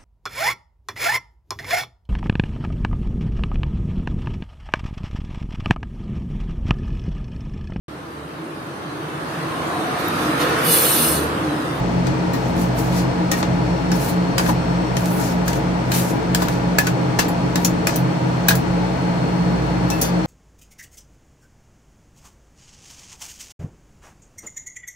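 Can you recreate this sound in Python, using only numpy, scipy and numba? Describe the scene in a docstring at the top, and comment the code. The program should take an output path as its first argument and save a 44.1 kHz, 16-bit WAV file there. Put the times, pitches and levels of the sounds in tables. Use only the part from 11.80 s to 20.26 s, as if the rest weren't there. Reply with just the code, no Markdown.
"""A compressor and fans hum and rush under a refrigerated pan, then two steel spatulas chop and scrape on its
frozen steel plate, close to a two-port microphone. Each blow is a noise tick and chatter, ringing blade modes
and a plate thud; each scrape is grainy noise partly ringing the blade. The machine is cabinet-shaped noise
with shaft and fan tones, a whine and faint whistles. The recorder's gain control ducks after loud blows."""
import sys
import numpy as np
from scipy import signal
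from scipy.fft import rfft, irfft, next_fast_len
from scipy.io import wavfile
from scipy.ndimage import uniform_filter1d
from numba import njit

SR = 44100
rng = np.random.default_rng(int(sys.argv[2]) if len(sys.argv) > 2 else 0)


def persist_wave(psi):
    """Save psi, clipped to +-1, as 16-bit WAV."""
    counts = np.round(np.clip(psi, -1, 1) * 32767).astype(np.int16)
    wavfile.write(sys.argv[1], SR, np.atleast_2d(counts).T)


N = 373086  # samples


def undb(db):
    """Decibels to amplitude."""
    return 10 ** (np.asarray(db) / 20)


def level(x, db):
    """Bring a sound to unit rms, then apply a fixed or moving level in dB."""
    return x * undb(db) / np.sqrt(np.mean(x ** 2))


def at(table, hz):
    """Read (Hz, value) points on a log-frequency axis."""
    f, v = np.transpose(table)
    return np.interp(np.log(np.maximum(hz, 1)), np.log(f), v)


def shaped(x, gain):
    """Filter by a gain that is a function of frequency."""
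    n = next_fast_len(x.shape[-1])
    hz = np.arange(n // 2 + 1) * SR / n
    return irfft(rfft(x, n) * gain(hz), n)[..., :x.shape[-1]]


def walk(rate):
    """Random levels held 1 / rate s and slewed twice; spread near 1."""
    k = int(SR / rate)
    held = np.repeat(rng.standard_normal(N // k + 1), k)
    return 1.3 * uniform_filter1d(uniform_filter1d(held, k), k)[:N]


def ring(modes, t, extra_db, stretch, phase):
    """Struck steel: a sum of exponentially decaying sines, their decay times multiplied by stretch."""
    hz, db, t60 = np.transpose(modes)[:, :, None]
    decay = np.exp(-np.log(1000) * t / (t60 * stretch))
    return (undb(db + extra_db) * np.sin(2 * np.pi * hz * t + phase) * decay).sum(0)


# blows: start_s, level_db, first_mode_hz (favoured), first_mode_lift_db, second_mode_hz (also favoured),
# then colour over 6.5 kHz: body_db (1.1 kHz), low_db (1.6 kHz), top_db (13 kHz),
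# then chatter_ms (decay constant), thud_db, ring_db, ring_stretch (factor on the blade decay)
BLOWS = [(0.2681, -17, 1520, 9, 3770, 9, 5, -16, 5.4, -2, -13, 0.51),
         (0.5325, -23.5, 1860, 10, 4100, 17, 3, 0, 9.9, 3, -5, 2.1),
         (1.5147, -5.5, 1870, 11, 5630, 9.5, -3, -4.5, 5.8, -9, -9.5, 0.73),
         (1.533, -24, 2340, 15, 1870, 12, 8, -10, 4, -12, 1, 1.1),
         (1.6279, -12, 2050, 11, 3510, 11, 9, -25, 3, -2.5, -14, 0.72),
         (2.1166, -13.5, 1530, 6, 5400, 5, 6, -7, 3, 2, -9, 0.72),
         (2.581, -2, 2560, 7, 4870, -2, 3.5, -8, 3.3, -40, -14, 0.68),
         (2.596, -19, 1000, 9, 1500, 17, 15.5, -5, 4.4, -22, -10, 0.66),
         (2.662, -26, 2500, 6.7, 3530, 16, 12, 0, 4.6, -13, -1.5, .5),
         (2.6898, -16, 1006, 8.3, 3510, 20, 14.5, -9, 9.2, 5, -14, 0.53),
         (3.1676, -11, 1840, 7, 3080, -1, 0, -7, 2.7, -26, -9, 0.37),
         (3.6597, -31, 1530, 9, 4330, 6, 4, -0.5, 5, -21, -10, .8),
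         (3.68, -11, 1750, 9, 5960, -6, 6.5, -1, 3.5, -34, -15, 0.64),
         (3.7305, -16, 1610, 9, 3160, -6, 10, -8, 4.3, -20, -17, 0.58),
         (4.117, -9.5, 1630, 7, 2560, -4, 9, -3, 5.6, -24, -14, .5),
         (4.5475, -2.5, 1620, 13, 4780, -3, -1, -3.5, 2.4, -39, -12.5, 0.56),
         (4.6197, -14, 950, 12, 2180, 14.5, 7, -2, 6.6, -1, -11.5, 1.4),
         (4.684, -15, 2050, 9, 6250, 11, 11.5, -3.5, 3.1, -24, -15.5, .7),
         (4.9849, -1.5, 1715, 11.5, 2520, 6, 8, 1, 3.7, -30, -9.5, 0.68),
         (5.0685, -7.5, 1500, 8.6, 2500, 6, 6, -5.5, 4.5, -16, -13, 0.8),
         (5.389, -2, 2720, 7.8, 1715, 7.5, 6, -5.5, 8.6, -15, -13, .8),
         (5.4821, -27.5, 1890, 5, 7430, 4, 5, 9, 5.8, 12, -3, 1),
         (5.757, -8, 1715, 7.7, 3800, 2, -1, -6, 1.6, -7, -7, 0.44),
         (5.8472, -4.5, 6950, 6.1, 5800, -3, -6, 0.5, 5.3, -11.5, -8, 0.69),
         (6.0702, -5, 2470, 11, 5470, 9, 7, -1, 2.8, -15, -11, 0.36),
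         (6.091, -27, 2500, 6, 3700, 20, 16, -5, 4, -15, -2, .6),
         (6.158, -18.5, 5950, 8.2, 3870, 1, 3, 13.5, 5, -12, -7.5, 0.85),
         (6.684, 0.5, 1630, 8, 3860, 1, 5.5, 3.5, 7.5, -16.5, -10, 0.48),
         (6.707, -16.5, 1610, 8.3, 2700, 17, 15, -8, 5, -22, -5, 1),
         (6.753, -15, 1630, 5, 7200, 1, -1, 5, 5, -26, -15, 1),
         (8.1016, -12.5, 5650, 7, 5300, 0, -6, -3, 4.1, -30, -9, 0.83),
         (8.116, -31, 2620, 18, 1715, 17, 8, -7, 2.7, -13, 2, 2.2),
         (8.214, -10, 5500, 3.9, 6200, -11, -12, 8.5, 7.6, -18, -5.5, 1.4),
         (8.237, -31.5, 3155, 7.2, 3510, 1, 6, -10, 4, -20, 5.5, 3.1)]
# modes of the blades on the plate: pitch_hz, level_db, t60_s (before stretching)
BLADE_MODES = [(900, -8, .05), (1010, -8, .05), (1280, -9, .05), (1500, -8, .06), (1630, -10, .06),
               (1715, -5, .07), (1870, -8, .07), (2050, -8, .06), (2330, -9, .06), (2500, -8, .07),
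               (2620, -9, .07), (2720, -9, .07), (2945, -11, .08), (3155, -11, .12), (3510, -11, .12),
               (3795, -9, .09), (4097, -9, .08), (4340, -10, .07), (4550, -11, .12), (4730, -10, .13),
               (4900, -10, .09), (5390, -9, .08), (5582, -9, .1), (5720, -9, .08), (5950, -10, .08),
               (6245, -10, .1), (6611, -10, .1), (6950, -10, .1), (7208, -11, .09), (7430, -11, .08),
               (8720, -13, .1), (11180, -7, .12), (11420, -10, .1), (12400, -11, .08), (13020, -11, .08),
               (15240, -13, .08), (15460, -12, .06)]
# thud modes of the plate: pitch_hz, level_db, t60_s (before shortening)
PLATE_MODES = [(184, 15, 0.095), (228, -4, 0.11), (300, 12.5, 0.072), (488, 2, 0.1), (838.4, -2.5, 0.23)]
SECOND_LIFT_DB = 5  # lift of the second favoured mode
TICK_DB, TICK_DB_PER_MS = -3.5, -0.5  # the shorter the chatter, the sharper the tick
MID_DB, MID_PER_LOW = -1, 0.28  # 3.3 kHz over 6.5 kHz follows the low share
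LEAD = 256  # samples of room before a blow for the onset of its filter


def blows():
    """The corner ticks, the edge chatters for some ms, blade modes near the spot struck ring, the plate thuds.

    Three paths: common to both ports, scattered to the left, scattered to the right."""
    out, t = np.zeros((3, N + SR)), np.arange(SR // 2) / SR
    hz = np.array(BLADE_MODES)[:, :1]
    for (s, db, first_hz, first_lift_db, second_hz, body_db, low_db, top_db,
         chatter_ms, thud_db, ring_db, stretch) in BLOWS:
        chance = rng.standard_normal((len(BLADE_MODES), 5))
        lasting = max(chatter_ms, .2) / 1000
        contact = 1 - np.exp(-t / (0.39 * lasting))
        tick = undb(TICK_DB + TICK_DB_PER_MS * chatter_ms) * np.exp(-t / 0.0018)
        chatter = rng.standard_normal((3, len(t))) * (contact * np.exp(-t / lasting) + tick)

        # modes close to the two favoured pitches are lifted
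        near_db = sum(lift * np.exp(-(np.log(hz / f) / .025) ** 2)
                      for f, lift in ((first_hz, first_lift_db), (second_hz, SECOND_LIFT_DB)))
        spot_db = near_db + 3 * chance[:, 1:2]
        # the grip and the load of ice bend the modes a little from blow to blow
        bent = np.array(BLADE_MODES) * np.c_[1 + .004 * chance[:, 0], np.ones((len(BLADE_MODES), 2))]
        # each path rings with its own phases
        rung = contact * np.array([ring(bent, t, spot_db, max(stretch, .2), 3 * chance[:, k:k + 1])
                                   for k in range(2, 5)])
        rung_rms = np.sqrt(np.mean(rung[:, :600] ** 2))
        hit = chatter / 1.77 + undb(ring_db) * rung / rung_rms / 3

        colour = [(500, body_db + 2.0), (1100, body_db), (1600, low_db),
                  (3300, MID_DB + MID_PER_LOW * low_db), (6500, 0), (13000, top_db)]
        # chatter and ring together lean towards the favoured modes, in dB
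        lean = lambda f: sum(5.5 / (1 + ((f - mode) / (.04 * mode)) ** 2) for mode in (first_hz, second_hz))
        hit = np.pad(hit, ((0, 0), (LEAD, 0)))
        hit = shaped(hit, lambda f: undb(at(colour, f) + lean(f)))
        thud = undb(thud_db) * ring(PLATE_MODES, t, 0, 0.74, 0) * (1 - np.exp(-t / 0.039))
        i = int(s * SR)
        out[:, i - LEAD:i + len(t)] += undb(db) * hit
        out[:, i:i + len(t)] += undb(db) * thud
    return out[:, :N]


# scrape colour: pitch_hz, gain_db
RASP = [(600, -4), (1500, 5.5), (3000, 0.5), (6000, 4), (9000, 1.5), (12000, 0.5), (14000, -3.5),
        (16000, -4)]
# strokes: start_s, length_s, level_db, change_db (over the stroke), top_db (treble gain within the stroke)
STROKES = [(0.269, 0.046, -32, -6, -27), (0.54, 0.15, -43, -2, -3), (0.77, 0.072, -41.5, 3, 1.5),
           (0.987, 0.092, -34.5, -2.5, 4), (1.127, 0.068, -32.5, 1.5, -5), (1.536, 0.065, -36.5, 2, 4),
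           (2.13, 0.037, -43, -1, 1), (2.198, 0.1, -30.5, -2, 4.5), (2.597, 0.087, -39.5, 0, 6),
           (3.185, 0.18, -39, 3, 7), (3.401, 0.11, -38, 1.5, 1.5), (3.687, 0.1, -34.5, -11, 6.5),
           (4.142, 0.17, -29, -9, 10), (4.602, 0.16, -33, -7, -6), (4.997, 0.07, -30, -7, -8),
           (5.404, .06, -27.5, -12, -11), (5.794, 0.061, -41.5, 5, 1), (6.092, 0.067, -42, 3, -5),
           (6.706, 0.044, -18, -12, -18), (8.116, 0.16, -38, -2.5, 5.5)]
PRESS_DB_PER_S, LIFT_DB_PER_S = 550, 298  # how fast the hiss comes as the edge presses and goes as it lifts
UNEVEN_DB, PATCHY_DB = 2.2, 2.5  # wavering hand pressure; grit favouring now one octave, now another


def scrape():
    """Dense slips of the edge over ice: grainy noise, part of it ringing the damped blade."""
    t = np.arange(N) / SR
    grain_db = 2.6 * rng.exponential(size=N) + 1.8 * walk(70) + UNEVEN_DB * walk(18)
    slips = rng.standard_normal((3, N)) * undb(grain_db)
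    blade_ring = ring(BLADE_MODES, t[:SR // 8], 0, 0.52, 0)
    blade = signal.fftconvolve(slips, blade_ring[None], axes=1)[:, :N]
    mixed = level(slips, 0) + level(blade, -6.5)
    rasp = level(shaped(mixed, lambda hz: undb(at(RASP, hz))), 0)

    # overlapping octave bands, each with its own wavering level
    octaves = [lambda hz, f=f: np.cos(np.pi / 2 * np.clip(np.log2(np.clip(hz, 1500, 12000) / f), -1, 1)) ** 2
               for f in 1500 * 2 ** np.arange(4)]
    rasp = level(sum(undb(PATCHY_DB * walk(28)) * shaped(rasp, band) for band in octaves), 0)
    top = shaped(rasp, lambda hz: 1 / (1 + (8200 / np.maximum(hz, 1)) ** 5))

    body, shine = 0, 0
    for s, length, db, change_db, top_db in STROKES:
        held_db = db + change_db * np.clip((t - s) / length, 0, 1)
        rise_db = PRESS_DB_PER_S * np.maximum(s - t, 0)
        fall_db = LIFT_DB_PER_S * np.maximum(t - s - length, 0)
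        press = undb(held_db - rise_db - fall_db)
        body = body + press
        shine = shine + press * (undb(top_db) - 1)
    return body * rasp + shine * top


def scatter(x, t60):
    """Room reflections: spread a sound by a burst of decaying noise of unit energy."""
    t = np.arange(int(t60 * SR)) / SR
    tail = rng.standard_normal(SR)[:len(t)] * np.exp(-np.log(1000) * t / t60)
    return signal.fftconvolve(x, tail / np.sqrt(np.sum(tail ** 2)))[:N]


# what the two ports have in common: pitch_hz, shared_power (0 to 1)
LIKENESS = [(60, 0.93), (180, 0.97), (300, 0.36), (600, 0.55), (1500, 0.13), (4000, 0.084), (7000, 0.015),
            (9500, 1), (16000, 1)]
# delay of the left port: pitch_hz, lag_rad
PORT_LAG = [(0, 0), (1500, 3.0), (2700, 6.3), (4000, 5.3), (5500, 9.4), (6500, 12.3), (8200, 12.8),
            (10150, 15.7), (13800, 22.0), (17000, 27.5)]


def ports(direct, left, right):
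    """One sound reaches both ports, the left later; below the treble each also has its own scattered share."""
    f, lag = np.transpose(PORT_LAG)
    same = lambda hz: np.clip(at(LIKENESS, hz), 0, 1)
    apart = shaped(np.array([left, right]), lambda hz: np.sqrt(1 - same(hz)))
    late = shaped(direct, lambda hz: np.sqrt(same(hz)) * np.exp(-1j * np.interp(hz, f, lag)))
    prompt = shaped(direct, lambda hz: np.sqrt(same(hz)))
    return apart + [late, prompt]


# resonances of the cabinet: pitch_hz, width_hz, level_db (over the broad rush)
CABINET = [(28, 6.5, 4), (61, 4.6, -2), (87.3, 7.6, 11), (123.2, 8.5, 10.5), (130.3, 18.5, 19),
           (126.2, 3, 23.5), (162, 1.4, 22), (175, 12.4, 18), (233.5, 19, 10.5), (272, 22, 9),
           (312.5, 29, 13), (337, 2.4, 6.5), (450, 44, 5), (543, 72, 3.5), (682, 125, 5.5), (838, 68, 9),
           (946, 73, 8.5), (5720, 2660, 4)]
# colour of the broad fan rush: pitch_hz, gain_db
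RUSH = [(20, -22), (45, -5), (70, -4.5), (200, -1), (400, 0), (950, -6), (1200, -5.5), (2500, -15),
        (4500, -25.5), (6500, -32), (9000, -32.5), (10500, -37), (13000, -46.5), (16000, -44)]


def cabinet(hz):
    """Gain of the cabinet: broad rush with resonances on it, summed in power."""
    peaks = sum(undb(2 * db) / (1 + (2 * (hz - f) / w) ** 2) ** 2 for f, w, db in CABINET)
    return undb(at(RUSH, hz)) * np.sqrt(1 + peaks)


# compressor shaft tones: multiple (of shaft speed), level_db (before SHAFT_DB), start_phase_rad
SHAFT_TONES = [(1, -37.5, 0), (3, -31, 3.5)]
# tones of the slightly faster fan, beating with the shaft: multiple (of fan speed), level_db, start_phase_rad
FAN_TONES = [(1, -42, 0), (3, -25.5, 1.2)]
# fan speed before its small waver: time_s, speed_hz (turns a second)
FAN_HZ = [(0, 59.5), (1.9, 59.5), (2.2, 59.62), (4.2, 59.62), (4.8, 59.46), (8.46, 59.45)]
# the shaft tones sink and return: time_s, change_db
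SHAFT_DB = [(0, 2.5), (2.8, 3), (4.6, 1.5), (5.1, -7), (8.46, 6)]
# rotor whine: multiple (of shaft speed), level_db (balance between the lines)
WHINE = [(71, -9), (72, -5), (73, -2), (74, 0), (75, -9), (76, -9)]
# level of the whole whine: time_s, level_db
WHINE_DB = [(0, -51), (1.8, -50.5), (2.4, -48.5), (3.4, -52), (5.3, -51), (8.46, -49)]
RUSH_DB, SHAFT_HZ = -20, 58.52  # rms level of the rush; mean shaft speed, turns a second
WHINE_DRIFT_DB = 2  # each line of the whine swells on its own


def machine():
    """Fan rush, shaft and fan tones, and a rotor whine of neighbouring shaft multiples; speeds waver a little."""
    t = np.arange(N) / SR
    common, left, right = level(shaped(rng.standard_normal((3, N)), cabinet), RUSH_DB)
    turns = 2 * np.pi * np.cumsum(SHAFT_HZ * (1 + .0003 * walk(1.5))) / SR
    fan_hz = np.interp(t, *np.transpose(FAN_HZ))
    spins = 2 * np.pi * np.cumsum(fan_hz * (1 + .0003 * walk(1.5))) / SR
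    shaft_change_db = np.interp(t, *np.transpose(SHAFT_DB))
    tones = sum(level(np.sin(k * angle + start), db + change_db + 0.31 * walk(1.85))
                for angle, table, change_db in ((turns, SHAFT_TONES, shaft_change_db), (spins, FAN_TONES, 0))
                for k, db, start in table)
    # k * k spreads the starting phases of the lines
    whine = sum(undb(db + WHINE_DRIFT_DB * walk(1.2)) * np.sin(k * turns + k * k + .3 * walk(30))
                for k, db in WHINE)
    whine = level(whine, np.interp(t, *np.transpose(WHINE_DB))) + whistles()
    # the whine also feeds the left port's own share
    return ports(common + tones + whine, left + whine, right)


# faint thin whistles: start_s, end_s, pitch_hz, level_db (before fading and wavering)
WHISTLES = [(.4, .7, 5130, -55), (1.15, 1.55, 5100, -53), (1.6, 3.6, 5450, -52), (2.8, 3.2, 5270, -56),
            (2.75, 3.15, 8400, -63)]


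def whistles():
    """Thin sines, wavering in pitch and level, that fade in and out."""
    t, out = np.arange(N) / SR, 0
    for start, end, hz, db in WHISTLES:
        fade = np.interp(t, [start, start + 0.059, end - .1, end], [0, 1, 1, 0])
        tone = np.sin(2 * np.pi * np.cumsum(hz * (1 + .002 * walk(60))) / SR)
        out = out + fade * level(tone, db + 2.5 * walk(12))
    return out


ROOM_T60_S, ROOM_DB = 0.14, -3.5


def scene():
    """Spatulas and their short room reach the two ports over the steady machine."""
    tools = blows() + scrape()
    room = np.array([scatter(path, ROOM_T60_S) for path in tools])
    return ports(*(tools + undb(ROOM_DB) * room)) + machine()


@njit
def follow(x, attack, release):
    """Peak follower: quick to rise, slow to fall."""
    e, out = 0., np.empty(len(x))
    for i in range(len(x)):
        e += (x[i] - e) * (attack if x[i] > e else release)
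        out[i] = e
    return out


# colour difference of the ports: pitch_hz, left_minus_right_db
BALANCE_DB = [(60, -1), (200, -.5), (380, 4), (700, 0), (1300, 2.5), (2400, 2), (4400, 5), (7000, 4),
              (9500, 0), (16000, 0)]
# treble roll-off of the microphone: pitch_hz, gain_db
MIC_TOP = [(15650, 0), (15900, -15)]
TOP_HZ = 16700  # final low-pass edge


def record(dry):
    """The ports differ in colour; gain control turns loud peaks down and recovers slowly; the top is cut."""
    half = np.array([[.5], [-.5]])  # left up, right down
    dry = shaped(dry, lambda hz: undb(half * at(BALANCE_DB, hz) + at(MIC_TOP, hz)))
    # attack 3.4 ms, release 150 ms
    peak = follow(np.abs(dry).max(0), 1 / (0.0034 * SR), 1 / (.15 * SR))
    # gentle compression above -10.5 dB
    gain = np.minimum(undb(-10.5) / (peak + 1e-9), 1) ** 0.14
    low_pass = signal.ellip(8, .2, 70, TOP_HZ, fs=SR, output="sos")
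    return signal.sosfilt(low_pass, np.clip(dry * gain, -1, 1))


dry = scene()
out = record(dry)
persist_wave(out)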